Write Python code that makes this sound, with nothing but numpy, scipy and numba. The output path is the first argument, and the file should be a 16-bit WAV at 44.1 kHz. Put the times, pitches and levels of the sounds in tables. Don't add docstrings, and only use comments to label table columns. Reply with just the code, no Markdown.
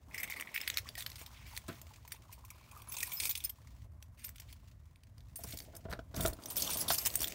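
import sys
import numpy as np
from scipy import signal
from scipy.fft import rfft, irfft
from scipy.io import wavfile
from scipy.ndimage import uniform_filter1d
from numba import njit

SR = 44100
rng = np.random.default_rng(int(sys.argv[2]) if len(sys.argv) > 2 else 0)


def transcribe(signal):
    frames = np.atleast_2d(signal).T
    limited = np.clip(frames, -1, 1)
    pcm = np.round(limited * 32767).astype(np.int16)
    wavfile.write(sys.argv[1], SR, pcm)


N = 323694

# peak_s, t60_s (at least 0.004), crack_db, body_db
CLINKS = [(0.111, 0.044, -66, -46), (0.144, 0.094, -42, -34.5), (0.179, 0.077, -36.5, -36),
          (0.2, 0.099, -42, -40), (0.2323, 0.02, -23, -24.5), (0.242, 0.025, -34, -28),
          (0.277, 0.009, -40, -31.5), (0.2995, 0.036, -30.5, -34), (0.3235, 0.0066, -43, -24.5),
          (0.34, .012, -50, -31.5), (0.363, 0.083, -44, -39), (.399, 0.013, -35, -24.5),
          (0.4097, 0.0075, -24.5, -30), (0.424, 0.0096, -55, -28.5), (0.473, 0.024, -58, -34.5),
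          (0.491, .014, -59, -38), (0.542, 0.12, -36.5, -36.5), (0.5619, 0.01, -37, -21.5),
          (0.5772, 0.0088, -31, -24), (0.604, 0.011, -40, -35), (0.613, 0.018, -30.5, -43),
          (0.636, .015, -44, -39), (.665, 0.0089, -50, -49), (0.6767, 0.019, -33, -28.5),
          (0.701, 0.0057, -29, -24), (0.7416, 0.019, -37, -38), (0.7725, 0.0079, -48, -20),
          (0.7815, 0.029, -28, -29), (0.8894, 0.017, -47, -40), (0.954, 0.0063, -36, -38.5),
          (0.978, 0.19, -36.5, -50), (1.007, 0.014, -48, -40.5), (1.023, 0.011, -46, -39.5),
          (1.0635, 0.02, -53, -35), (1.101, 0.0051, -35, -44), (1.117, 0.013, -56, -41),
          (1.157, 0.049, -42, -44.5), (1.262, 0.04, -48, -46), (1.5657, 0.015, -42, -38.5),
          (1.5758, 0.011, -25.5, -32), (1.681, 0.048, -38.5, -64), (1.816, 0.0046, -32, -51),
          (2.0774, 0.035, -42.5, -58), (2.12, 0.029, -30, -43), (2.4495, 0.034, -40, -56),
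          (2.5044, 0.015, -34.5, -44), (2.713, 0.046, -49.5, -55), (2.774, .015, -41.5, -52),
          (2.819, 0.016, -40, -50), (2.922, 0.055, -36, -46), (2.942, 0.031, -34, -46),
          (2.967, 0.069, -36, -44), (2.9837, 0.05, -36, -45), (3.004, 0.047, -30.5, -36.5),
          (3.0265, 0.023, -31, -38), (3.0303, 0.028, -25.5, -31.5), (3.06, 0.022, -51, -44),
          (3.119, 0.056, -32, -42.5), (3.136, .02, -45, -51), (3.201, 0.053, -25.5, -29),
          (3.234, 0.021, -28, -33), (3.254, 0.027, -23, -32), (3.295, 0.094, -31, -42.5),
          (3.311, 0.028, -31, -40), (3.353, 0.049, -32.5, -36), (3.376, 0.019, -25, -39),
          (3.404, 0.055, -54, -45.5), (3.4395, 0.025, -30, -46), (3.451, 0.034, -34, -56),
          (3.496, 0.03, -36.5, -45.5), (4.026, 0.016, -42.5, -49.5), (4.192, .015, -48, -65),
          (4.243, 0.066, -34.5, -51), (4.282, 0.018, -46, -54), (4.2917, 0.012, -38.5, -47.5),
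          (4.359, 0.024, -44.5, -51.5), (4.383, 0.014, -50, -47.5), (4.399, 0.03, -38, -51),
          (4.511, 0.02, -57, -63), (4.527, .03, -42, -50), (4.9587, 0.0094, -74, -59),
          (5.035, 0.016, -58, -56.5), (5.181, 0.015, -63, -53.5), (5.206, 0.026, -70, -60.5),
          (5.358, 0.045, -34, -59), (5.437, 0.046, -31, -51), (5.5233, 0.067, -45, -43.5),
          (5.573, 0.014, -30.5, -42.5), (5.588, 0.016, -33, -48), (5.603, 0.0075, -56, -37),
          (5.7516, 0.023, -38, -56), (5.765, 0.023, -35, -68), (5.915, 0.019, -49, -41.5),
          (5.927, 0.03, -65, -39), (5.9348, 0.012, -65, -41), (6.1452, 0.006, -55, -37.5),
          (6.1632, 0.025, -30.5, -39), (6.2076, 0.029, -21, -45), (6.2607, 0.014, -22, -31.5),
          (6.274, 0.0068, -23, -43), (6.2813, 0.0088, -18.5, -54), (6.332, 0.013, -35.5, -47),
          (6.437, 0.013, -52, -45), (6.458, 0.021, -31.5, -57), (6.5021, 0.092, -32, -46),
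          (6.5585, 0.012, -26.5, -58), (6.5668, 0.12, -28.5, -45.5), (6.599, 0.043, -32, -39),
          (6.6218, 0.023, -47, -25.5), (6.676, 0.016, -39, -37), (6.7035, 0.037, -27, -34.5),
          (6.732, 0.049, -25, -48), (6.771, 0.061, -25, -43), (6.8125, 0.019, -23, -44),
          (6.8815, 0.06, -26, -32), (6.903, 0.08, -41, -33), (6.948, 0.013, -43, -30.5),
          (6.9834, 0.0098, -25, -47), (6.986, 0.018, -21.5, -49), (7.0262, 0.017, -45, -56),
          (7.052, .008, -20.5, -41), (7.0587, 0.03, -17, -32), (7.0688, 0.024, -19.5, -32),
          (7.1027, 0.0066, -47, -37.5), (7.14, 0.013, -24, -47), (7.156, 0.0051, -12, -45),
          (7.192, 0.011, -33, -48), (7.205, 0.016, -23, -42), (7.2173, 0.025, -20.5, -42),
          (7.2298, 0.021, -22, -40), (7.243, 0.022, -27, -33), (7.273, .012, -28, -41),
          (7.281, 0.0081, -23, -41.5), (7.321, 0.016, -36, -39)]
# start_s, level_db, t60_s (at most 0.3), bass_db (relative), bass_hz, edge_db (relative)
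THUMPS = [(1.214, -48, 0.021, -9, 108, -2), (1.683, -48, 0.14, 11.5, 275, 5),
          (5.394, -59, 0.23, 3.5, 80.7, -30.5), (5.443, -42.5, 0.049, -3, 207, -35),
          (5.535, -46, 0.018, 3, 274, -22), (5.735, -51.5, 0.24, -24, 72.7, -34),
          (5.853, -41, 0.057, 5, 124, -22), (5.885, -48.5, 0.27, 12.5, 72.7, -28),
          (5.925, -43, 0.13, 0, 72.7, -8), (5.991, -36.5, 0.022, -29, 94.2, -7),
          (6.141, -46, 0.19, 6.5, 72.7, -9), (6.167, -50, 0.35, 16, 180, -3),
          (6.196, -41.5, 0.13, 9.5, 72.7, -10), (6.224, -48.5, 0.23, 19.5, 88.8, -19),
          (6.251, -25.5, 0.058, -18, 106, -10.5), (6.274, -40, 0.13, 9, 74, -34),
          (6.327, -44.5, 0.047, -1, 83.4, -14), (6.388, -44.5, 0.035, -10, 73, -12),
          (6.903, -34, 0.063, -15, 300, 3), (7.202, -51, 0.39, 6, 72.7, -20)]
# pitch_hz, level_db (halved in use), t60_s (cut to a fifth in the hand)
KEY_MODES = [(3620, -14, .1), (4560, -12, .1), (5130, -8, .12), (5770, -9, .15), (6350, -9, .1),
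             (6980, -11, .1), (7790, -14, .15), (8300, -8, .1), (8620, -6, .06), (9050, -2, .2),
             (9900, -9, .1), (11125, -3, .15), (11760, -6, .2), (12460, -3, .2), (12670, -8, .15),
             (13290, -3, .15), (13960, -3, .12), (14298, -1, .2), (14790, -3, .12), (15325, 0, .15)]
# pitch_hz, level_db
CRACK_TONE = [(3000, -31.5), (5000, -2.5), (7000, -4), (9000, -0.5), (10400, -6.5), (12000, -4.5),
              (15000, -2.5), (16500, 8)]
# time_s, pitch_hz, width_hz, knock_db (knock in the hollow over clack of the shanks)
HOLLOW = [(0, 2130, 356, 45), (.52, 2134, 358, 45), (.58, 2407, 700, 29), (.7, 2040, 850, -1.5),
          (1.3, 2400, 1554, -10), (1.6, 2080, 860, -3), (2.2, 2300, 850, 11), (2.5, 2400, 356, 8.5),
          (3.25, 2395, 384, 4), (3.45, 2450, 496, -7.5), (3.55, 2230, 2480, -21.5), (4.1, 2344, 2000, 0.5),
          (4.6, 2380, 698, -3.5), (5.3, 2214, 1176, -7.5), (5.8, 2000, 1000, -10), (5.9, 1540, 867, 9),
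          (6.1, 1420, 1008, -7.5), (6.6, 3340, 1002, -31), (7.34, 2280, 1517, -1.5)]
# pitch_hz, level_db
RUSTLE_TONE = [(500, -22), (850, -5), (1050, 0), (1300, -7), (2000, -20)]
# pitch_hz, level_db
GRIP_TONE = [(90, -10.5), (160, 2.5), (300, 2), (480, -2), (640, 2), (850, -7.5), (1500, -31)]
# pitch_hz, width_hz, level_db
DOOR_MODES = [(330, 120., -8), (470, 120., -7), (650, 55., 0), (980, 250., -10), (1380, 250., -15)]
# start_s, pitch_hz (nearest key mode is used), level_db, length_s
FREE_RINGS = [(0.23, 11760, -38.5, 0.0073), (0.545, 14790, -44, 0.068), (2.887, 11120, -46, 0.014),
              (2.917, 15320, -36, 0.035), (3.032, 14300, -45, 0.08), (3.13, 13290, -43, 0.069),
              (3.137, 14300, -34, 0.074), (3.171, 5130, -43, 0.027), (3.171, 13290, -43, 0.055),
              (3.293, 14300, -31, 0.028), (3.365, 9050, -51, 0.027), (3.439, 9050, -39, 0.014),
              (3.444, 5130, -46, 0.018), (3.493, 13290, -40, 0.012), (3.445, 14300, -36, 0.011),
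              (3.447, 15320, -44, 0.022), (4.243, 8300, -62, 0.045), (4.236, 9050, -51, 0.055),
              (4.246, 13290, -44, 0.028), (5.357, 9050, -50, 0.076), (5.367, 11760, -53, 0.065),
              (5.37, 8300, -61, .06), (5.37, 15320, -49, 0.057), (6.485, 9050, -46, 0.026),
              (6.506, 11760, -46, 0.041), (6.565, 12460, -37, 0.06), (6.567, 15320, -30, 0.071),
              (6.569, 9050, -39.5, 0.066), (6.674, 5770, -45, 0.032), (6.712, 9050, -39, .05),
              (6.73, 7790, -55, .04), (6.77, 14790, -50, 0.06), (6.794, 11120, -37, 0.039),
              (6.885, 11120, -40, 0.05), (6.922, 12670, -32, 0.026), (6.925, 9050, -36.5, 0.02),
              (6.979, 12670, -35, 0.068), (6.994, 8300, -49, .03), (7.171, 9050, -44, 0.025),
              (7.175, 15320, -47, 0.037), (7.23, 14790, -39, 0.09)]
# time_s, rustle_db, grip_db (rubbing), hiss_db (faint broad hiss, nearly steady, level changes)
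SOFT_NOISES = [(0, -82, -76, -76.5), (.12, -64.5, -61.5, -79), (.4, -59.5, -63.5, -75),
               (.9, -69, -65.5, -58.5), (1.25, -63.5, -73.5, -64.5), (1.6, -65, -70.5, -61.5),
               (2.2, -70.5, -73, -69), (2.65, -66.5, -72.5, -71.5), (2.8, -58.5, -71, -74),
               (3.1, -62, -71, -59), (3.5, -73.5, -74.5, -69.5), (3.85, -74, -74, -68.5),
               (3.89, -80.5, -77.5, -94), (4.45, -73, -76, -66), (4.85, -80.5, -78, -79.5),
               (5.33, -77.5, -75.5, -77.5), (5.5, -92, -63, -60), (6.05, -76, -66.5, -75.5),
               (6.35, -68, -62.5, -65), (6.7, -52.5, -48.5, -53), (7.0, -57.5, -55, -56),
               (7.34, -71, -53.5, -50)]
# pitch_hz, level_db
SHANK_TONE = [(1100, -27.5), (2000, -13), (3200, 5), (5000, 0.5), (7000, 0.5)]
# pitch_hz, level_db
TRAFFIC_TONE = [(15, -50.5), (30, -20), (55, 0), (110, -3), (170, -18.5), (260, -22), (500, -58.5)]
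# pitch_hz, level_db
AIR_TONE = [(100, -26), (400, -9), (1030, 4.5), (2000, 7.5), (4000, -17.5), (10400, -31), (16000, -50)]
# start_s, level_db, first_pitch_hz, t60_s
KNOB_KNOCK = (6.9036, -12.5, 1500, .012)
# start_s, held_s (includes the rise), key_rattle_db, hollow_rattle_db
SHAKES = [(0.118, 0.32, -63, -54.5), (.3, 0.033, -44.5, -47), (.39, 0.022, -54, -57), (.44, 0.2, -68, -57),
          (.54, 0.24, -58, -56), (.86, 0.023, -65, -55.5), (0.966, 0.05, -53, -55.5),
          (1.178, 0.042, -48.5, -58), (1.34, 0.14, -80, -62.5), (1.46, 0.11, -55.5, -62),
          (1.69, 0.1, -59, -65), (2.1, 0.062, -61, -64), (2.318, 0.0094, -44.5, -57), (2.5, 0.4, -89, -68),
          (2.892, 0.36, -49, -64), (2.999, 0.091, -48.5, -55), (3.14, 0.33, -57, -64),
          (3.44, 0.028, -51, -59), (3.21, 0.063, -36.5, -48), (4.171, 0.09, -59.5, -66.5),
          (4.478, 0.036, -61.5, -65.5), (5.37, 0.27, -54.5, -72), (5.463, 0.077, -46, -63),
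          (5.895, 0.012, -46, -58), (6.149, 0.15, -45, -60), (6.21, 0.049, -36.5, -63),
          (6.421, 0.17, -56, -76), (6.569, 0.19, -38, -49), (6.779, 0.045, -33, -63),
          (6.89, 0.059, -29.5, -49), (6.96, 0.082, -39.5, -56.5), (7.047, 0.027, -44, -44.5),
          (7.09, 0.22, -47.5, -63.5)]
# time_s, level_db
RUMBLE_LEVEL = [(0, -53.5), (.5, -65), (.8, -56.5), (2.6, -60), (3.2, -55), (4.6, -55.5), (7.34, -54)]
# pitch_hz, level_db
HISS_TONE = [(900, -11), (2000, 1.5), (4000, -1.5), (7000, -3), (10400, -12), (13000, -12.5), (16000, -2.5)]
# start_s, peak_db, pitch_hz
DAMPED_TONES = [(.857, -48.5, 1140), (0.953, -42, 1900), (.978, -47.5, 720), (0.979, -41, 1870),
                (1.535, -49, 890), (1.91, -53, 870), (2.05, -52, 960), (2.118, -53, 1950),
                (2.145, -55, 910), (2.294, -52, 980), (2.379, -55.5, 940), (2.44, -51.5, 1030),
                (2.731, -50, 1050), (2.765, -46, 1210), (2.968, -46, 975), (3.03, -33.5, 1905),
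                (3.079, -49.5, 990), (5.392, -45.5, 680), (5.733, -52, 700)]
# pitch_hz, level_db
EDGE_TONE = [(800, -27), (1300, 2.0), (2000, -10.5), (4000, -12.5), (9000, -31)]

AIR_DB = -83.5
SWELL_DB, SWELLS_PER_S = 1.5, 4.3
FIRST_TOUCH_DB = 15
TONE_T60_S = 0.038
SHAKE_RISE_S, SHAKE_T60_S = 0.0082, 0.07
CLOSING_S, SETTLING_S = 0.00054, 0.0008
WAVER, WAVERS_PER_S = 0.03, 30
SHANK_HZ, SHANK_SPREAD, SHANK_WIDTH_HZ, SHANK_FLAT_DB = 4215, 0.19, 530, -19
GLINT_FLAT_DB, GLINT_WIDTH_HZ = -9, 220.
TOP_HZ = 15700


def gain(db):
    return 10 ** (np.asarray(db) / 20)


def unit(x):
    return x / np.sqrt(np.mean(x ** 2))


def through(x, shape):
    return shape(x) / np.std(shape(rng.standard_normal(N)))


def colour(x, points):
    hz, db = np.transpose(points)
    size = 4096
    grid = np.maximum(np.arange(size // 2 + 1) * SR / size, 1)
    shape_db = np.interp(np.log(grid), np.log(hz), db)
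    cepstrum = irfft(np.log(gain(shape_db)))
    cepstrum[1:size // 2] *= 2
    cepstrum[size // 2 + 1:] = 0
    response = irfft(np.exp(rfft(cepstrum)))
    return signal.fftconvolve(x, response)[:len(x)]


def ring(x, hz, t60):
    r = np.exp(-np.log(1000) / (t60 * SR))
    w = 2 * np.pi * hz / SR
    return signal.lfilter([0, np.sin(w)], [1, -2 * r * np.cos(w), r * r], x)


@njit
def moving_bandpass(x, hz, width):
    y, band, low = np.empty(len(x)), 0., 0.
    for i in range(len(x)):
        g, k = np.tan(np.pi * hz[i] / SR), width[i] / hz[i]
        v = (band + g * (x[i] - low)) / (1 + g * (g + k))
        band, low, y[i] = 2 * v - band, low + 2 * g * v, k * v
    return y


def fade(length_s, t60, rise_s):
    t = np.arange(int(length_s * SR)) / SR
    fall = np.exp(-np.log(1000) * t / np.clip(t60, .006, .3))
    return t, (1 - np.exp(-t / rise_s)) * fall


def add(out, s, x):
    i = int(s * SR)
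    out[i:i + len(x)] += x[:N - i]


def read(table):
    s, *columns = np.transpose(table)
    return [np.interp(np.arange(N) / SR, s, c) for c in columns]


def steps(k, rows=1):
    return np.repeat(rng.standard_normal((rows, N // k + 1)), k, axis=1)[:, :N]


def wander(k):
    return uniform_filter1d(steps(k)[0], k)


def contacts(rate, spread_db):
    happens = rng.random(N) < rate / SR
    return happens * gain(spread_db * np.minimum(rng.exponential(size=N), 4))


def rough(hits, t60, steady):
    burst = signal.lfilter([1], [1, -np.exp(-np.log(1000) / (t60 * SR))], hits)
    return unit((unit(burst) + steady) * rng.standard_normal(N))


def street():
    swell = unit(wander(int(SR / SWELLS_PER_S)))
    level = gain(read(RUMBLE_LEVEL)[0] + SWELL_DB * swell)
    traffic = level * unit(colour(rng.standard_normal(N), TRAFFIC_TONE))
    return traffic + gain(AIR_DB) * unit(colour(rng.standard_normal(N), AIR_TONE))


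def soft_noises():
    rustle_db, grip_db, hiss_db = read(SOFT_NOISES)
    rustle = gain(rustle_db) * unit(colour(rough(contacts(120, 2.5), .03, .6), RUSTLE_TONE))
    grip = gain(grip_db) * unit(colour(rough(contacts(100, 2.5), .05, .9), GRIP_TONE))
    hiss = gain(hiss_db) * unit(colour(rough(contacts(41, 3.6), 0.039, 0.97), HISS_TONE))
    return rustle + grip + hiss


def thumps():
    blow, edge, bass, first = np.zeros((4, N))
    for s, db, t60, bass_db, bass_hz, edge_db in THUMPS:
        env = gain(db) * fade(.3, t60, 0.00058)[1]
        add(blow, s, env)
        first[int(s * SR)] = gain(db + FIRST_TOUCH_DB)
        add(edge, s, gain(edge_db) * env)
        push = rng.standard_normal(int(.3 * SR)) * fade(.3, t60, 0.0032)[1]
        boom = ring(push, bass_hz, 0.024)
        add(bass, s, gain(db + bass_db) * boom / np.abs(boom).max())

    def door(x):
        return sum(gain(db) * np.sqrt(w) * ring(x, hz, 2.2 / w) for hz, w, db in DOOR_MODES)

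    panel = through(blow * rng.standard_normal(N) + first, door)
    hard_edge = through(edge * rng.standard_normal(N), lambda x: colour(x, EDGE_TONE))
    return panel + bass + hard_edge


def damped_tones():
    out = np.zeros(N)
    for (s, db, hz), turn in zip(DAMPED_TONES, rng.random(len(DAMPED_TONES))):
        t, env = fade(.08, TONE_T60_S, 0.00051)
        add(out, s, gain(db) * env / env.max() * np.sin(2 * np.pi * (hz * t + turn)))
    return out


def knob():
    s, db, hz, t60 = KNOB_KNOCK
    t, env = fade(.05, t60, 0.0015)
    falling_hz = hz * (.4 + .6 * np.exp(-t / .0015))
    turns = np.cumsum(falling_hz) / SR
    out = np.zeros(N)
    add(out, s, -gain(db) * env * np.sin(2 * np.pi * turns))
    return out


def free_keys():
    out = np.zeros(N)
    for (s, hz, db, length_s), turn in zip(FREE_RINGS, rng.random(len(FREE_RINGS))):
        t, env = fade(length_s + .03, 0.15, 0.00028)
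        stop = np.exp(-np.maximum(t - length_s, 0) / 0.0013)
        mode_hz = min((mode[0] for mode in KEY_MODES), key=lambda f: abs(f - hz))
        tone = np.sqrt(2) * np.sin(2 * np.pi * (mode_hz * t + turn))
        add(out, s, gain(db) * env * stop * tone)
    return out * gain(4 * wander(int(.004 * SR)))


def shaking():
    t = np.arange(N) / SR
    power = np.zeros((2, N))
    for s, held_s, *db in SHAKES:
        rise = np.clip((t - s) / SHAKE_RISE_S, 0, 1)
        fall = np.exp(-np.log(1000) * np.maximum(t - s - held_s, 0) / SHAKE_T60_S)
        power += np.outer(gain(db), rise * fall) ** 2
    return np.sqrt(power)


def strikes(knock_over_clack_db):
    metal, knock, clack = force = np.zeros((3, N))
    lead_s = .03
    t = np.arange(int(.2 * SR)) / SR - lead_s
    for s, t60, crack_db, body_db in CLINKS:
        fall = -np.log(1000) * t / max(t60, .004)
        parts = (metal, crack_db, CLOSING_S), (knock, body_db, SETTLING_S), (clack, body_db, CLOSING_S)
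        for row, db, swell_s in parts:
            add(row, s - lead_s, gain(db) * np.exp(np.where(t < 0, t / swell_s, fall)))
    knock_share = 1 / (1 + gain(-2 * knock_over_clack_db))
    knock *= np.sqrt(knock_share)
    clack *= np.sqrt(1 - knock_share)
    chatter = gain(3.5 * np.clip(steps(SR // 900)[0], -2, 1))
    return force * unit(chatter) * rng.standard_normal((3, N))


def keys(key_rattle, hollow_rattle):
    hz, width, knock_over_clack_db = read(HOLLOW)
    hz = hz * (1 + WAVER * wander(int(SR / WAVERS_PER_S)))
    metal, knock, clack = strikes(knock_over_clack_db)
    hits = contacts(900, 2.6)
    metal += key_rattle * rough(hits, 0.014, 0.3)
    rub = hollow_rattle * rough(hits, .02, .45)

    def held_keys(x):
        luck = np.clip(steps(int(0.021 * SR), len(KEY_MODES)), -3, 1.3)
        modes = zip(KEY_MODES, luck)
        return sum(ring(x * gain(db / 2 + 7 * u), f, .2 * t60) for (f, db, t60), u in modes)

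    hollow = through(knock + rub, lambda x: moving_bandpass(moving_bandpass(x, hz, width), hz, 2 * width))

    k = int(.015 * SR)
    shank_pitches = SHANK_HZ * np.exp(SHANK_SPREAD * np.clip(steps(k, 2), -2, 2))
    shank_width = np.full(N, SHANK_WIDTH_HZ)

    def shanks(x):
        x = colour(x, SHANK_TONE)
        return gain(SHANK_FLAT_DB) * x + sum(moving_bandpass(x, p, shank_width) for p in shank_pitches)

    shank = through(clack + np.minimum(width / 1000.0, 1) * rub, shanks)

    choices = rng.choice(np.array(KEY_MODES)[:, 0], (3, N // k + 1))
    glint_pitches = np.repeat(choices, k, axis=1)[:, :N]
    glint_width = np.full(N, GLINT_WIDTH_HZ)

    def crack(x):
        x = colour(x, CRACK_TONE)
        return gain(GLINT_FLAT_DB) * x + sum(moving_bandpass(x, p, glint_width) for p in glint_pitches)

    cracks = through(metal, crack)
    ringing = gain(-7.5) * through(metal + clack, held_keys)
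    return cracks + ringing + hollow + shank


def scene():
    near = soft_noises() + keys(*shaking()) + free_keys() + thumps() + knob() + damped_tones()
    tail = fade(.2, 0.084, 0.016)[1] * rng.standard_normal(int(.2 * SR))
    porch = signal.fftconvolve(near, tail / np.sqrt(np.sum(tail ** 2)))[:N]
    return (near + gain(-16) * porch + street())[None]


def record(dry):
    dry = signal.sosfilt(signal.butter(4, 36, "high", fs=SR, output="sos"), dry)
    return signal.sosfilt(signal.ellip(10, .2, 75, TOP_HZ, fs=SR, output="sos"), dry)


dry = scene()
out = record(dry)
transcribe(out)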